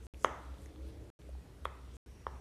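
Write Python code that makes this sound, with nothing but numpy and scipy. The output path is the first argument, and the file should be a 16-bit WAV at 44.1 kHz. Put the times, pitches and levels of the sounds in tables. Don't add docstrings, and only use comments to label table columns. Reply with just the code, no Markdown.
import sys
import numpy as np
from scipy import signal
from scipy.fft import rfft, irfft, next_fast_len
from scipy.io import wavfile
from scipy.ndimage import uniform_filter1d

SR = 44100
rng = np.random.default_rng(int(sys.argv[2]) if len(sys.argv) > 2 else 0)


def elevation(decibels):
    levels = np.asarray(decibels, float)
    return 10 ** (levels / 20)


def transcribe(u):
    v = np.clip(np.atleast_2d(u).T, -1, 1)
    q = np.round(v * 32767).astype(np.int16)
    wavfile.write(sys.argv[1], SR, q)


N = 106060

# t/s, direction (+1 or -1), rim f/Hz, build-up factor
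FLIPS = [
    (.2461, 1, 3150, 1.0),
    (1.6540, -1, 3420, 1.15),
    (2.26713, 1, 3290, 1.05),
]
# level/dB, pitch factor, low modes/dB, brightness/dB, peel hiss/dB
POPS = [
    (-12.5, 1.029, -3.5, -8, -46.5),
    (-23.5, 1.036, -5.5, -7, -55),
    (-25, 0.955, -6, -15.5, -78),
]
# f/Hz, level/dB, polarity; the last is the rim, whose f is a factor on its own pitch
DOME_MODES = [(291.6, -36.5, -1), (510, -4, -1), (1124, 0, 1), (1890, -10.5, -1), (0.982, -5.5, 1)]
BUILD_MS = [1.5, 1.6, 1.15, .95, .7]
SOFTNESS = 1.8
DIRECT_BUILD = 0.83
SIDEWAYS_BUILD = 0.75
PEEL_RISE_S, PEEL_FALL_S = 0.004, 0.002
PEEL_HZ, PEEL_WIDTH_HZ = 8200, 6500
# t/s, peak level/dB, f/Hz, build-up/ms
TICKS = [(.1440, -47, 2610, 0.38), (.2451, -35.5, 6280, 0.72), (0.2479, -42.5, 5080, 0.43),
         (.2520, -48, 6300, 0.79), (.435, -62, 7900, 0.89), (0.542, -57, 3520, 0.47),
         (.584, -58, 3600, 0.74), (0.6596, -50.5, 1930, 0.79), (0.6591, -52.5, 6440, .5),
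         (.7597, -56.5, 1177, 1.3), (.7598, -53, 3400, 0.38), (1.2175, -54, 3380, 0.2),
         (1.291, -61.5, 8730, 1.0), (1.290, -48, 560, 2.5), (1.351, -53, 790, 1.4),
         (1.4601, -65, 1120, 1.8), (1.653, -46, 2560, 1.9)]
# middle t/s, half length/s, level/dB, centre f/Hz, width/Hz
RUBS = [(0.07, 0.044, -67.5, 7600, 6000), (0.237, .04, -62, 7200, 4260), (.28, 0.098, -69.5, 6060, 2520),
        (0.507, 0.26, -75, 3230, 2530), (0.63, 0.049, -70.5, 8800, 6140), (.88, 0.054, -70, 3500, 3000),
        (.881, 0.026, -74.5, 10200, 4000), (1.287, 0.0058, -64, 658, 500), (1.362, 0.011, -78, 720, 590),
        (1.6545, 0.0069, -55.5, 3340, 900), (.20, 0.056, -76, 11000, 3000), (.42, 0.22, -79.5, 7810, 7960),
        (1.932, 0.1, -74, 2920, 2000), (1.963, 0.034, -68, 7510, 3000), (2.202, 0.35, -78.5, 5690, 500)]
RUB_GRAIN = 0.25
# f/Hz, t60/s
ROOM_DECAY = [(250, .4), (500, .5), (800, 0.74), (1300, 0.82), (2000, 0.56), (3500, 0.59), (8000, 0.33)]
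# f/Hz, level/dB
ROOM_TONE = [(250, 8), (500, -1.5), (800, 5.5), (1100, -7.5), (1400, -1.5), (2200, 5), (3300, -2.5),
             (6000, -1.5)]
ROOM_DB, ROOM_GAP_S = -12.5, 0.0044
# delay/s, level/dB
ECHOES = [(.0072, -25), (.0098, -29), (.0135, -27)]
# t/s, f/Hz, level/dB
HUM = [
    [(0.0, 63.1, -52), (0.036, 64.5, -49), (0.06, 68.38, -48.5)],
    [(0.15, 64.46, -54.5), (0.344, 67.85, -61), (0.422, 64.5, -61), (0.488, 64.76, -45.5),
     (0.62, 64.63, -60)],
    [(0.62, 66.4, -52), (0.696, 69.5, -55.5), (0.728, 72.04, -68), (0.796, 65.98, -47), (1.09, 66.55, -58)],
    [(1.2, 63.8, -61), (1.376, 64.86, -47), (1.528, 63.8, -75), (1.57, 67, -91), (1.6, 62.4, -60)],
    [(1.6, 61.65, -68), (1.622, 68.2, -50), (1.692, 65.5, -52.5), (1.78, 63.54, -57), (1.96, 62.1, -53.5)],
    [(2.07, 60.4, -61.5), (2.11, 60.3, -53.5), (2.138, 58, -83), (2.272, 66.1, -51.5), (2.4, 65.3, -56)],
]
HUM_WIDTH_HZ, HUM_NOISE_DB = 16, -7
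# t/s, level/dB, pitch factor
RUMBLE = [
    (0, -64.5, 1.018),
    (0.451, -66, 1),
    (.6, -61, 0.99),
    (.85, -58.5, 1.01),
    (1.079, -61, 1.088),
    (1.3, -66, 0.92),
    (1.6, -67, 0.926),
    (2.0, -68.5, 0.83),
    (2.4, -85.5, 1.0),
]
# f/Hz, width/Hz, level/dB
RUMBLE_BANDS = [(189, 7.1, -5), (309.7, 57, 1), (417, 55, -1.5), (532.6, 36, -6)]
# f/Hz, density/(dB per Hz)
AIR = [(15, -81), (25, 3.5), (110, -0.5), (204, -11), (260, -10), (410, -13), (741, -20.5), (9300, -35.5),
       (15500, -43.5)]
AIR_DB, AIR_PATCH_DB = -60.5, 1.5
# f/Hz, level/dB
WHINE = [(5572, -95), (5986, -94), (7978, -95), (8979, -88), (9975, -98), (10971, -92), (11972, -92),
         (12968, -93)]
WHINE_WAVER_DB = 1.5
# f/Hz, gain/dB
MIC = [(20, -16.5), (45, 2), (12300, -0.5), (13300, -3), (15200, -4.5), (15500, -37.5), (16000, -69)]
# start t/s, end t/s
SILENCES = [
    (.0680, .1379),
    (1.1013, 1.1902),
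    (1.9680, 2.0611),
]


def evened(x):
    return x / np.sqrt(np.mean(x ** 2) + 1e-20)


def read(points, hz):
    f, value = np.transpose(points)
    return np.interp(np.log(hz + 1), np.log(f + 1), value)


def add(mix, s, sound):
    part = mix[round(s * SR):][:len(sound)]
    part += sound[:len(part)]


def resonate(x, hz, width):
    turn = np.exp(2j * np.pi * np.cumsum(hz * np.ones(len(x))) / SR)
    r = np.exp(-np.pi * width / SR)
    smooth = signal.lfilter([1 - r], [1, -r], x / turn + 1e-18)
    return 2 * (turn * smooth).real


def band_noise(noise, hz, width):
    return evened(resonate(resonate(noise, hz, width), hz, width))


def ring(hz, rise_ms):
    t = np.arange(1024) / SR
    u = t * 1000 / max(rise_ms, 0.05)
    envelope = (u * np.exp(1 - u)) ** SOFTNESS
    return envelope * np.sin(2 * np.pi * hz * t)


def dome_pops(build):
    out = np.zeros(N)
    for (s, direction, rim_hz, slow), (db, pitch, low_db, bright_db, _) in zip(FLIPS, POPS):
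        colour_db = [low_db, low_db, 0, bright_db / 2, bright_db]
        tune = [pitch, pitch, pitch, pitch, rim_hz]
        snap = np.zeros(1024)
        for (hz, mode_db, side), colour, factor, ms in zip(DOME_MODES, colour_db, tune, BUILD_MS):
            level = np.sign(side) * elevation(db + mode_db + colour)
            snap += level * ring(hz * factor, ms * build * slow)
        add(out, s, direction * snap)
    return out


def skin_peel():
    t = np.arange(N) / SR
    hiss = band_noise(rng.standard_normal(N), PEEL_HZ, PEEL_WIDTH_HZ)
    envelope = np.zeros(N)
    for (s, *_), (*_, peel_db) in zip(FLIPS, POPS):
        fade_s = np.where(t < s, PEEL_RISE_S, PEEL_FALL_S)
        envelope += elevation(peel_db) * np.exp(-abs(t - s) / fade_s)
    return hiss * envelope


def ticks():
    out = np.zeros(N)
    for s, db, hz, ms in TICKS:
        add(out, s, elevation(db) * ring(hz, ms))
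    return out


def finger_rubs():
    t, out = np.arange(N) / SR, np.zeros(N)
    roughness = evened(uniform_filter1d(rng.standard_normal(N), size=90))
    grain = np.exp(RUB_GRAIN * roughness)
    for s, half_s, db, hz, width in RUBS:
        hiss = band_noise(rng.standard_normal(N), hz, width)
        stroke = np.exp(-((t - s) / half_s) ** 2)
        out += elevation(db) * hiss * grain * stroke
    return out


def room(x):
    taps = np.zeros(SR)
    at = np.arange(0, SR - 20, 20)
    taps[at + rng.integers(0, 20, len(at))] = rng.choice([-1., 1.], len(at))
    hz, t, z = signal.stft(taps, SR, nperseg=256)
    decay_db = read(ROOM_TONE, hz)[:, None] - 60 * t / read(ROOM_DECAY, hz)[:, None]
    tail = signal.istft(z * elevation(decay_db), SR, nperseg=256)[1]
    response = np.zeros(SR)
    add(response, ROOM_GAP_S, elevation(ROOM_DB) * tail / np.linalg.norm(tail))
    for s, db in ECHOES:
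        add(response, s, elevation(np.array([db])))
    return signal.fftconvolve(x, response)[:N]


def machine_hum():
    s, hz, db = np.concatenate(HUM).T
    t = np.arange(N) / SR
    hz = np.interp(t, s, hz)
    tone = np.sqrt(2) * np.sin(2 * np.pi * np.cumsum(hz) / SR)
    fuzz = band_noise(rng.standard_normal(N), hz, HUM_WIDTH_HZ)
    return elevation(np.interp(t, s, db)) * (tone + elevation(HUM_NOISE_DB) * fuzz)


def far_rumble():
    s, db, pitch = np.transpose(RUMBLE)
    t, noise = np.arange(N) / SR, rng.standard_normal(N)
    drift = np.interp(t, s, pitch)
    bands = np.zeros(N)
    for hz, width, band_db in RUMBLE_BANDS:
        narrow = resonate(noise, hz * drift, width)
        bands += elevation(band_db) * evened(resonate(narrow, hz * drift, 2 * width))
    return elevation(np.interp(t, s, db)) * evened(bands)


def air():
    frames, hz = N // 512 + 6, np.fft.rfftfreq(2048, 1 / SR)
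    a, b, patches = rng.standard_normal((frames, 1025, 3)).T
    patches = uniform_filter1d(patches, size=20, axis=0)
    patches = evened(uniform_filter1d(patches, size=6, axis=1))
    z = (a + 1j * b) * elevation(read(AIR, hz)[:, None] + AIR_PATCH_DB * patches)
    whole = signal.istft(z, nperseg=2048, noverlap=1536)[1][:N]
    upper = signal.istft(z * (hz > 90)[:, None], nperseg=2048, noverlap=1536)[1]
    return elevation(AIR_DB) * whole / upper.std()


def whine():
    t, out = np.arange(N) / SR, np.zeros(N)
    for hz, db in WHINE:
        waver = uniform_filter1d(rng.standard_normal(N), size=3000)
        waver = evened(uniform_filter1d(waver, size=3000))
        tone = np.sqrt(2) * np.sin(2 * np.pi * (hz * t + rng.random()))
        out += elevation(db + WHINE_WAVER_DB * waver) * tone
    return out


def scene():
    small = skin_peel() + ticks()
    direct = dome_pops(DIRECT_BUILD) + small
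    reflected = room(dome_pops(SIDEWAYS_BUILD) + small)
    background = machine_hum() + far_rumble() + air() + whine()
    return (direct + reflected + finger_rubs() + background)[None]


def low_pass(x):
    return signal.sosfilt(signal.butter(12, 15710, fs=SR, output="sos"), x)


def record(dry):
    t, live, size = np.arange(N) / SR, np.ones(N), next_fast_len(N)
    for start, end in SILENCES:
        live[(t > start) & (t < end)] = 0
    response = elevation(read(MIC, np.fft.rfftfreq(size, 1 / SR)))
    heard = irfft(rfft(dry, size) * response, size)[:, :N]
    return low_pass(heard * live)


dry = scene()
out = record(dry)
transcribe(out)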